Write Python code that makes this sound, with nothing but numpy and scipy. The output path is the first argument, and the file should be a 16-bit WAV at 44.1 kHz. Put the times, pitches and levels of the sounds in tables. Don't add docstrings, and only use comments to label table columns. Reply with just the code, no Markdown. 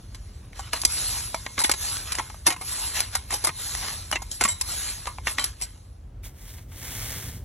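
import sys
import numpy as np
from scipy import signal
from scipy.fft import rfft, irfft, next_fast_len
from scipy.io import wavfile
from scipy.ndimage import uniform_filter1d, map_coordinates

SR = 44100
rng = np.random.default_rng(int(sys.argv[2]) if len(sys.argv) > 2 else 0)


def dump(signal):
    limited = np.clip(np.atleast_2d(signal).T, -1, 1)
    pcm = np.round(limited * 32767).astype(np.int16)
    wavfile.write(sys.argv[1], SR, pcm)


N = 328104
TIME = np.arange(N) / SR

# (time [s], plastic knock [dB], handle clink [dB], knock centre [Hz], t60 [s])
# t60 is the time a sound takes to fall by 60 dB
KNOCKS = [ (0.146, -40.5, -38, 2930, 0.062), (0.531, -38.5, -49, 1700, 0.025),
          (0.593, -29.5, -33.5, 1020, 0.066), (0.7314, -19.5, -19.5, 1280, 0.065),
          (0.816, -40, -16, 1910, 0.027), (0.8255, -43, -28, 2190, 0.019), (0.835, -23, -46, 1040, 0.02),
          (0.8501, -20, -4.5, 3010, 0.033), (1.3444, -19.5, -26.5, 1070, 0.063),
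          (1.4636, -21.5, -55, 1540, 0.034), (1.579, -22, -32, 2200, 0.048),
          (1.5898, -24.5, -16, 1410, 0.051), (1.602, -27.5, -17, 1500, 0.065),
          (1.615, -26, -21.5, 1300, 0.083), (1.6369, -28.5, -16.5, 2160, 0.13),
          (1.6446, -17.5, -30, 2100, 0.067), (1.6945, -16.5, -14.5, 876, 0.048),
          (1.714, -19.5, -11.5, 2400, 0.045), (1.737, -30, -26.5, 2090, 0.06),
          (2.12, -26, -17.5, 2280, 0.037), (2.152, -28, -20.5, 2050, 0.026),
          (2.1845, -23, -25.5, 1900, 0.07), (2.1946, -19.5, -34, 840, 0.056),
          (2.3004, -31, -42, 1116, 0.036), (2.3435, -36.5, -60, 900, 0.049),
          (2.4657, -14, -8.5, 2540, 0.055), (2.4715, -20, -13.5, 1500, 0.087),
          (2.479, -27, -50, 247, 0.074), (2.503, -22, -20.5, 1760, 0.083),
          (2.5227, -27.5, -31, 1490, 0.088), (2.562, -36.5, -40, 1770, 0.11),
          (2.611, -32, -31.5, 1100, 0.091), (3.0037, -20.5, -9.5, 2680, 0.022),
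          (3.1517, -22.5, -13, 1580, 0.053), (3.3057, -28.5, -26, 1230, 0.074),
          (3.326, -32.5, -27, 397, 0.18), (3.339, -34, -17.5, 600, 0.061), (3.4396, -28, -20, 450, 0.042),
          (3.4461, -27, -16.5, 1380, 0.09), (3.4699, -20.5, -18.5, 1390, 0.083),
          (3.491, -22, -40, 1490, 0.038), (3.75, -22, -15, 1990, 0.011), (4.114, -27, -15.5, 1540, 0.019),
          (4.1256, -16.5, -27, 1490, 0.072), (4.157, -16.5, -40, 2160, 0.054),
          (4.2193, -33.5, -30.5, 900, 0.056), (4.314, -50, -22, 3420, 0.043),
          (4.4095, -18, -17.5, 1750, 0.097), (4.413, -26, -49, 240, 0.066),
          (4.4372, -22.5, -13.5, 1980, 0.045), (4.4502, -17.5, -19, 1750, 0.074),
          (4.478, -29, -25, 2000, 0.044), (4.4858, -33, -25.5, 1470, 0.21),
          (4.6113, -27.5, -14.5, 2200, 0.047), (5.056, -27.5, -31, 2500, 0.016),
          (5.0699, -21, -30.5, 1300, 0.093), (5.1837, -30, -48, 1007, 0.033),
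          (5.27, -16.5, -26, 1900, 0.064), (5.3838, -16, -27, 2230, 0.05), (5.393, -27.5, -23, 1710, 0.16),
          (5.4407, -31, -14.5, 1820, 0.057), (5.613, -36, -26, 2400, 0.044),
          (5.6199, -34.5, -21.5, 2020, 0.082)]
# (time [s], level [dB], centre [Hz], t60 [s])
FREE_RINGS = [(1.597, -27.5, 3892, 0.11), (2.195, -32, 865, 0.061), (2.468, -24.5, 2142, 0.15),
              (3.153, -40, 3892, 0.15), (3.324, -41, 3892, .2), (4.4377, -19.5, 7300, 0.087),
              (4.486, -20.5, 7500, 0.15), (4.503, -37.5, 3892, 0.3)]
# (time at full pressure [s], length [s], hiss [dB])
STROKES = [(0.918, 0.26, -28), (1.824, 0.12, -28.5), (2.692, 0.18, -29.5), (3.603, 0.33, -32),
           (4.693, 0.2, -30)]
# (time [s], length [s], hiss [dB], grit [dB])
SCUFFS = [(0.56, 0.12, -48, -48.5), (0.76, 0.0076, -34.5, -37), (2.07, 0.12, -38.5, -40),
          (2.958, 0.037, -27, -31), (3.135, 0.026, -40, -40), (3.32, 0.024, -31.5, -35.5),
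          (3.41, 0.056, -43, -45.5), (3.83, 0.058, -53, -36), (4.32, 0.032, -36, -57),
          (5.275, 0.024, -30.5, -37.5), (5.405, 0.073, -39.5, -42.5), (5.607, .025, -47, -49.5)]
# (time [s], length [s], hiss [dB], grit [dB])
BRUSHINGS = [(0.0, 0.44, -58, -61.5), (0.8, 1.5, -44.5, -54), (2.68, 2.44, -49.5, -55.5),
             (5.63, 0.034, -50, -57)]
# (start [s], length [s], peak level [dB])
FAR_STROKES = [(6.222, 0.051, -41), (6.295, 0.37, -47), (6.651, 0.77, -33.5)]
# (time [s], level [dB])
FAR_TICKS = [(6.235, -47.5), (6.582, -45), (6.718, -46)]

# (frequency [Hz], level [dB])
TUBE = [(3100, -12), (3892, -11.5), (4520, -6), (5790, -6.5), (6580, -7), (7343, -3), (7680, -0.5),
        (7924, -15), (8560, -17), (9720, 12), (11000, -12)]
# (frequency [Hz], level [dB])
HEAD_RING = [(865, -4.5), (965, -1), (1060, 1.5), (2142, 3.5)]

# (frequency [Hz], level [dB])
HEAD = [(80, -4.5), (200, -4), (480, -4.5), (960, 5), (1550, -5.5), (2150, 0.5), (2700, -3.5), (3900, -5),
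        (7500, 4.5), (14000, -52)]
# (frequency [Hz], level [dB])
CLINK = [(2500, -17.5), (5000, 4), (7000, -4), (9000, 5.5), (11000, -1), (12300, -10), (14000, -58)]
# (frequency [Hz], level [dB])
BRISTLES = [(2500, -19.5), (4200, -3.5), (6500, -5.5), (9300, 0.5), (10700, 3), (12200, -15.5),
            (16000, -35)]
# (frequency [Hz], level [dB])
GRIT = [(150, -14.5), (520, -9.5), (1100, -1), (1700, -2.5), (3800, -4), (6000, -6), (10000, -39)]
# (frequency [Hz], level [dB])
LEAVES = [(500, -10), (1500, 0), (7000, 2), (13000, -33)]
# (frequency [Hz], level [dB])
FAR_BROOM = [(300, -3), (1300, -5), (2150, 1.5), (2500, -6), (3400, -1), (4300, -7), (5200, 0), (16000, -5)]
# (frequency [Hz], level [dB])
TRAFFIC = [(22, -45), (42, 3), (65, 2), (105, -3), (160, -15.5), (700, -32), (2000, -43.5), (14000, -61.5)]

# (frequency [Hz], lead of the left [radians])
NEAR_PHASE = [(3800, 0), (4800, 3.1), (5700, 6.1), (6300, 6.4), (8700, 9.25), (9500, 9.55), (12100, 12.57)]
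# (frequency [Hz], lead of the left [radians])
FAR_PHASE = [(4000, 0), (4850, -3), (5600, -2), (8000, -2), (11200, 0)]
# (frequency [Hz], level relative to the shared sound [dB])
NEAR_WIDTH = [(400, -13.5), (1500, -19.5), (2400, -9.5), (4300, -7.5), (11000, -11)]
# (frequency [Hz], level relative to the shared sound [dB])
FAR_WIDTH = [(500, -24), (2100, -7), (12000, -21)]

STROKE_RISE_DB_S, STROKE_SAG_DB_S, STROKE_FALL_DB_S = 186, 3.5, 85
STROKE_GRIT_DB, PILE_DB_S = -11, 6
SCUFF_RISE_DB_S, SCUFF_FALL_DB_S = 592, 225
BRUSH_RISE_DB_S, BRUSH_FALL_DB_S = 106, 57
LEAF_DB = -8
FAR_ARCH = 1.42
FAR_TAP_HZ, FAR_TAP_T60_S, GARDEN_T60_S = 1978, 0.09, 0.2
TOP_HZ = 15900


def undb(db):
    return 10 ** (np.asarray(db) / 20)


def unit(x):
    return x / np.sqrt(np.mean(x ** 2))


def curve(rows):
    times, values = np.transpose(rows)
    return np.interp(TIME, times, values)


def shape(x, points):
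    hz, db = np.transpose(points)
    size = next_fast_len(len(x))
    f = np.fft.rfftfreq(size, 1 / SR) + 1
    gain = undb(np.interp(np.log(f), np.log(hz), db))
    return irfft(rfft(x, size) * gain, size)[:len(x)]


def colour(x, points):
    return unit(shape(x, points))


def walk(rate):
    size = int(SR / rate)
    steps = np.repeat(rng.standard_normal(N // size + 1), size)
    return unit(uniform_filter1d(steps, size)[:N])


def grains(rate, spread_db):
    clicks = (rng.random(N) < rate / SR) * rng.standard_normal(N)
    return clicks * undb(spread_db * np.minimum(rng.exponential(size=N), 6))


def fade(t, t60):
    return np.exp(-np.log(1000) * t / t60)


def ring(t, modes, spread_db, detune=0.0031):
    hz, db = np.transpose(modes)
    strength, pull, start = rng.standard_normal((3, len(hz)))
    pulled_hz = hz * (1 + detune * pull)
    waves = np.sin(2 * np.pi * (np.outer(pulled_hz, t) + start[:, None]))
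    return unit(undb(db + spread_db * strength) @ waves)


def traffic():
    rumble = colour(rng.standard_normal(N), TRAFFIC) * undb(-41.0 + 1.04 * walk(3.27))
    diffuse_points = [(45, 0), (120, -9), (250, -1.0), (800, 4.0), (2000, -21.0)]
    diffuse = undb(-63.5) * colour(rng.standard_normal(N), diffuse_points)
    hum_hz = 112 + 2.8 * walk(13)
    hum = np.sin(2 * np.pi * np.cumsum(hum_hz) / SR)
    roar = colour(rng.standard_normal(N), [(40, -24.0), (85, 10.5), (200, -3.5), (2000, -36.5)])
    swell = undb(curve([(6.2, -32), (6.6, -8), (7.1, 0)]))
    opposite_sides = np.array([[1], [-1]])
    return rumble + diffuse * opposite_sides + swell * undb(-41.0) * (hum + roar)


def press(start, length, rise_db_s, fall_db_s):
    before = np.maximum(start - TIME, 0)
    after = np.maximum(TIME - start - length, 0)
    return undb(-rise_db_s * before - fall_db_s * after)


def flicker(x, depth_db, width_hz, hold_s, drift=0.016, size=512):
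    hz, s, bands = signal.stft(x, SR, nperseg=size)
    bend = 1 + drift * np.interp(s, TIME, walk(6))
    place = np.broadcast_arrays(np.outer(hz, bend) / width_hz, s / hold_s)
    swell = map_coordinates(rng.standard_normal((size, size)), place, order=1, mode="mirror")
    return unit(signal.istft(bands * undb(depth_db * unit(swell)), SR)[1][:N])


def bristles():
    power = np.zeros((2, N))
    for s, length, db in STROKES:
        pushed = np.clip(TIME - s, 0, length)
        pressure = press(s, length, STROKE_RISE_DB_S, STROKE_FALL_DB_S)
        hiss_gain = pressure * undb(db - STROKE_SAG_DB_S * pushed)
        grit_gain = hiss_gain * undb(STROKE_GRIT_DB + PILE_DB_S * pushed)
        power += np.array([hiss_gain, grit_gain]) ** 2
    light_contacts = [(SCUFFS, SCUFF_RISE_DB_S, SCUFF_FALL_DB_S),
                      (BRUSHINGS, BRUSH_RISE_DB_S, BRUSH_FALL_DB_S)]
    for rows, rise, fall in light_contacts:
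        for s, length, hiss_db, grit_db in rows:
            power += np.outer(undb([hiss_db, grit_db]), press(s, length, rise, fall)) ** 2
    hiss = colour(grains(rate=20000, spread_db=0.5), BRISTLES)
    hiss = flicker(hiss, depth_db=3.0, width_hz=417, hold_s=0.035)
    grit = colour(grains(rate=4500, spread_db=1.0), GRIT)
    grit = flicker(grit, depth_db=3.0, width_hz=218.6, hold_s=0.04)
    leaves = undb(LEAF_DB) * colour(grains(rate=260, spread_db=2.5), LEAVES)
    return hiss * np.sqrt(power[0]) + (grit + leaves) * np.sqrt(power[1])


def contact(t, t60, chatter_db=4.0, chatter_s=0.00558):
    bounces = np.interp(t / chatter_s, np.arange(len(t)), rng.standard_normal(len(t)))
    settled = np.minimum(t / chatter_s / 2, 1)
    soft_start = np.minimum(t / (0.016 * t60), 1)
    return fade(t, t60) * undb(chatter_db * settled * bounces) * soft_start


def knock(t, centre_hz, t60, focus_db=8.0, crunch_db=-9, crack_db=-3, crack_t60=0.011,
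          modes_db=-2, ring_db=-24, ring_t60=0.29, count=26):
    weighted = []
    for hz, db in HEAD:
        octaves_off = abs(max(np.log2(hz / centre_hz), -1))
        weighted.append((hz, db - focus_db * octaves_off))
    mode_hz = 130 + 175 * (np.arange(count) + rng.random(count))
    mode_db = np.interp(mode_hz, *np.transpose(weighted))
    modes = ring(t, np.c_[mode_hz, mode_db], spread_db=5.5)
    crunch = colour(rng.standard_normal(len(t)), weighted)
    lingering = undb(ring_db) * ring(t, HEAD_RING, spread_db=-0.5) * fade(t, ring_t60)
    crack = undb(crack_db) * crunch * fade(t, crack_t60)
    body = undb(modes_db) * modes + undb(crunch_db) * crunch
    return contact(t, t60) * body + crack + lingering


def clink(t, t60, scrape_db=-2.0, tube_db=0, ring_db=-18, ring_t60=0.14):
    freedom = np.clip(t60 / ring_t60, 0, 1)
    tube = ring(t, TUBE, spread_db=7, detune=0.019) * np.sqrt(freedom)
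    scrape = colour(rng.standard_normal(len(t)), CLINK) * np.sqrt(1 - freedom / 2)
    lingering = undb(ring_db) * tube * fade(t, ring_t60)
    return contact(t, t60) * (undb(scrape_db) * scrape + undb(tube_db) * tube) + lingering


def rattle(attack_s=0.00093, touch_s=0.0051, touch_db=-13):
    out, touch = np.zeros(N), np.zeros(N)
    t = TIME[:SR // 6]
    lead = t[:SR // 20]
    for s, knock_db, clink_db, centre_hz, t60 in KNOCKS:
        blow = undb(knock_db) * knock(t, centre_hz, t60) + undb(clink_db) * clink(t, t60)
        start = int(s * SR)
        out[start:start + len(t)] += blow * np.minimum(t / attack_s, 1)
        touch[start - len(lead):start] += undb(knock_db) * np.exp(-lead[::-1] / touch_s)
    clicks = grains(rate=7000, spread_db=0.0)
    scuff = (colour(clicks, GRIT) + colour(clicks, BRISTLES)) / 2
    return out + undb(touch_db) * touch * scuff


def free_rings(boost_db=30, octaves=0.13):
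    out, t = np.zeros(N), TIME[:SR // 2]
    hz, db = np.transpose(HEAD_RING + TUBE)
    for s, level_db, centre_hz, t60 in FREE_RINGS:
        nearness = np.exp(-(np.log2(hz / centre_hz) / octaves) ** 2)
        favoured = np.c_[hz, db + boost_db * nearness]
        start = int(s * SR)
        out[start:start + len(t)] += undb(level_db) * ring(t, favoured, spread_db=2.5) * fade(t, t60)
    return out


def rake():
    return bristles() + rattle() + free_rings()


def far_broom():
    swings = np.zeros(N)
    for s, length, db in FAR_STROKES:
        speed = np.sin(np.pi * np.clip((TIME - s) / length, 0, 1)).clip(0)
        swings += undb(db) * speed ** FAR_ARCH
    t = TIME[:SR // 6]
    tail = fade(t, GARDEN_T60_S) ** 2
    gain = np.sqrt(abs(signal.fftconvolve(swings ** 2, tail / tail.sum())[:N]))
    rustle = colour(grains(rate=9000, spread_db=-2.0), FAR_BROOM)
    out = rustle * gain * undb(1.0 * walk(60))
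    for s, db in FAR_TICKS:
        start = int(s * SR)
        out[start:start + len(t)] += undb(db) * knock(t, FAR_TAP_HZ, FAR_TAP_T60_S)
    return out


def stereo(source, phase, width):
    turn = np.exp(0.5j * np.interp(np.fft.rfftfreq(N, 1 / SR), *np.transpose(phase)))
    shared = irfft(rfft(source()) * np.array([turn, 1 / turn]), N)
    differing = shape(source(), width) * np.array([[1], [-1]])
    return shared + differing


def scene():
    near = stereo(rake, NEAR_PHASE, NEAR_WIDTH)
    far = stereo(far_broom, FAR_PHASE, FAR_WIDTH)
    return near + far + traffic()


def record(dry):
    rounded = np.tanh(dry)
    low_pass = signal.ellip(10, 0.2, 70, TOP_HZ, fs=SR, output="sos")
    return signal.sosfilt(low_pass, rounded)


dry = scene()
out = record(dry)
dump(out)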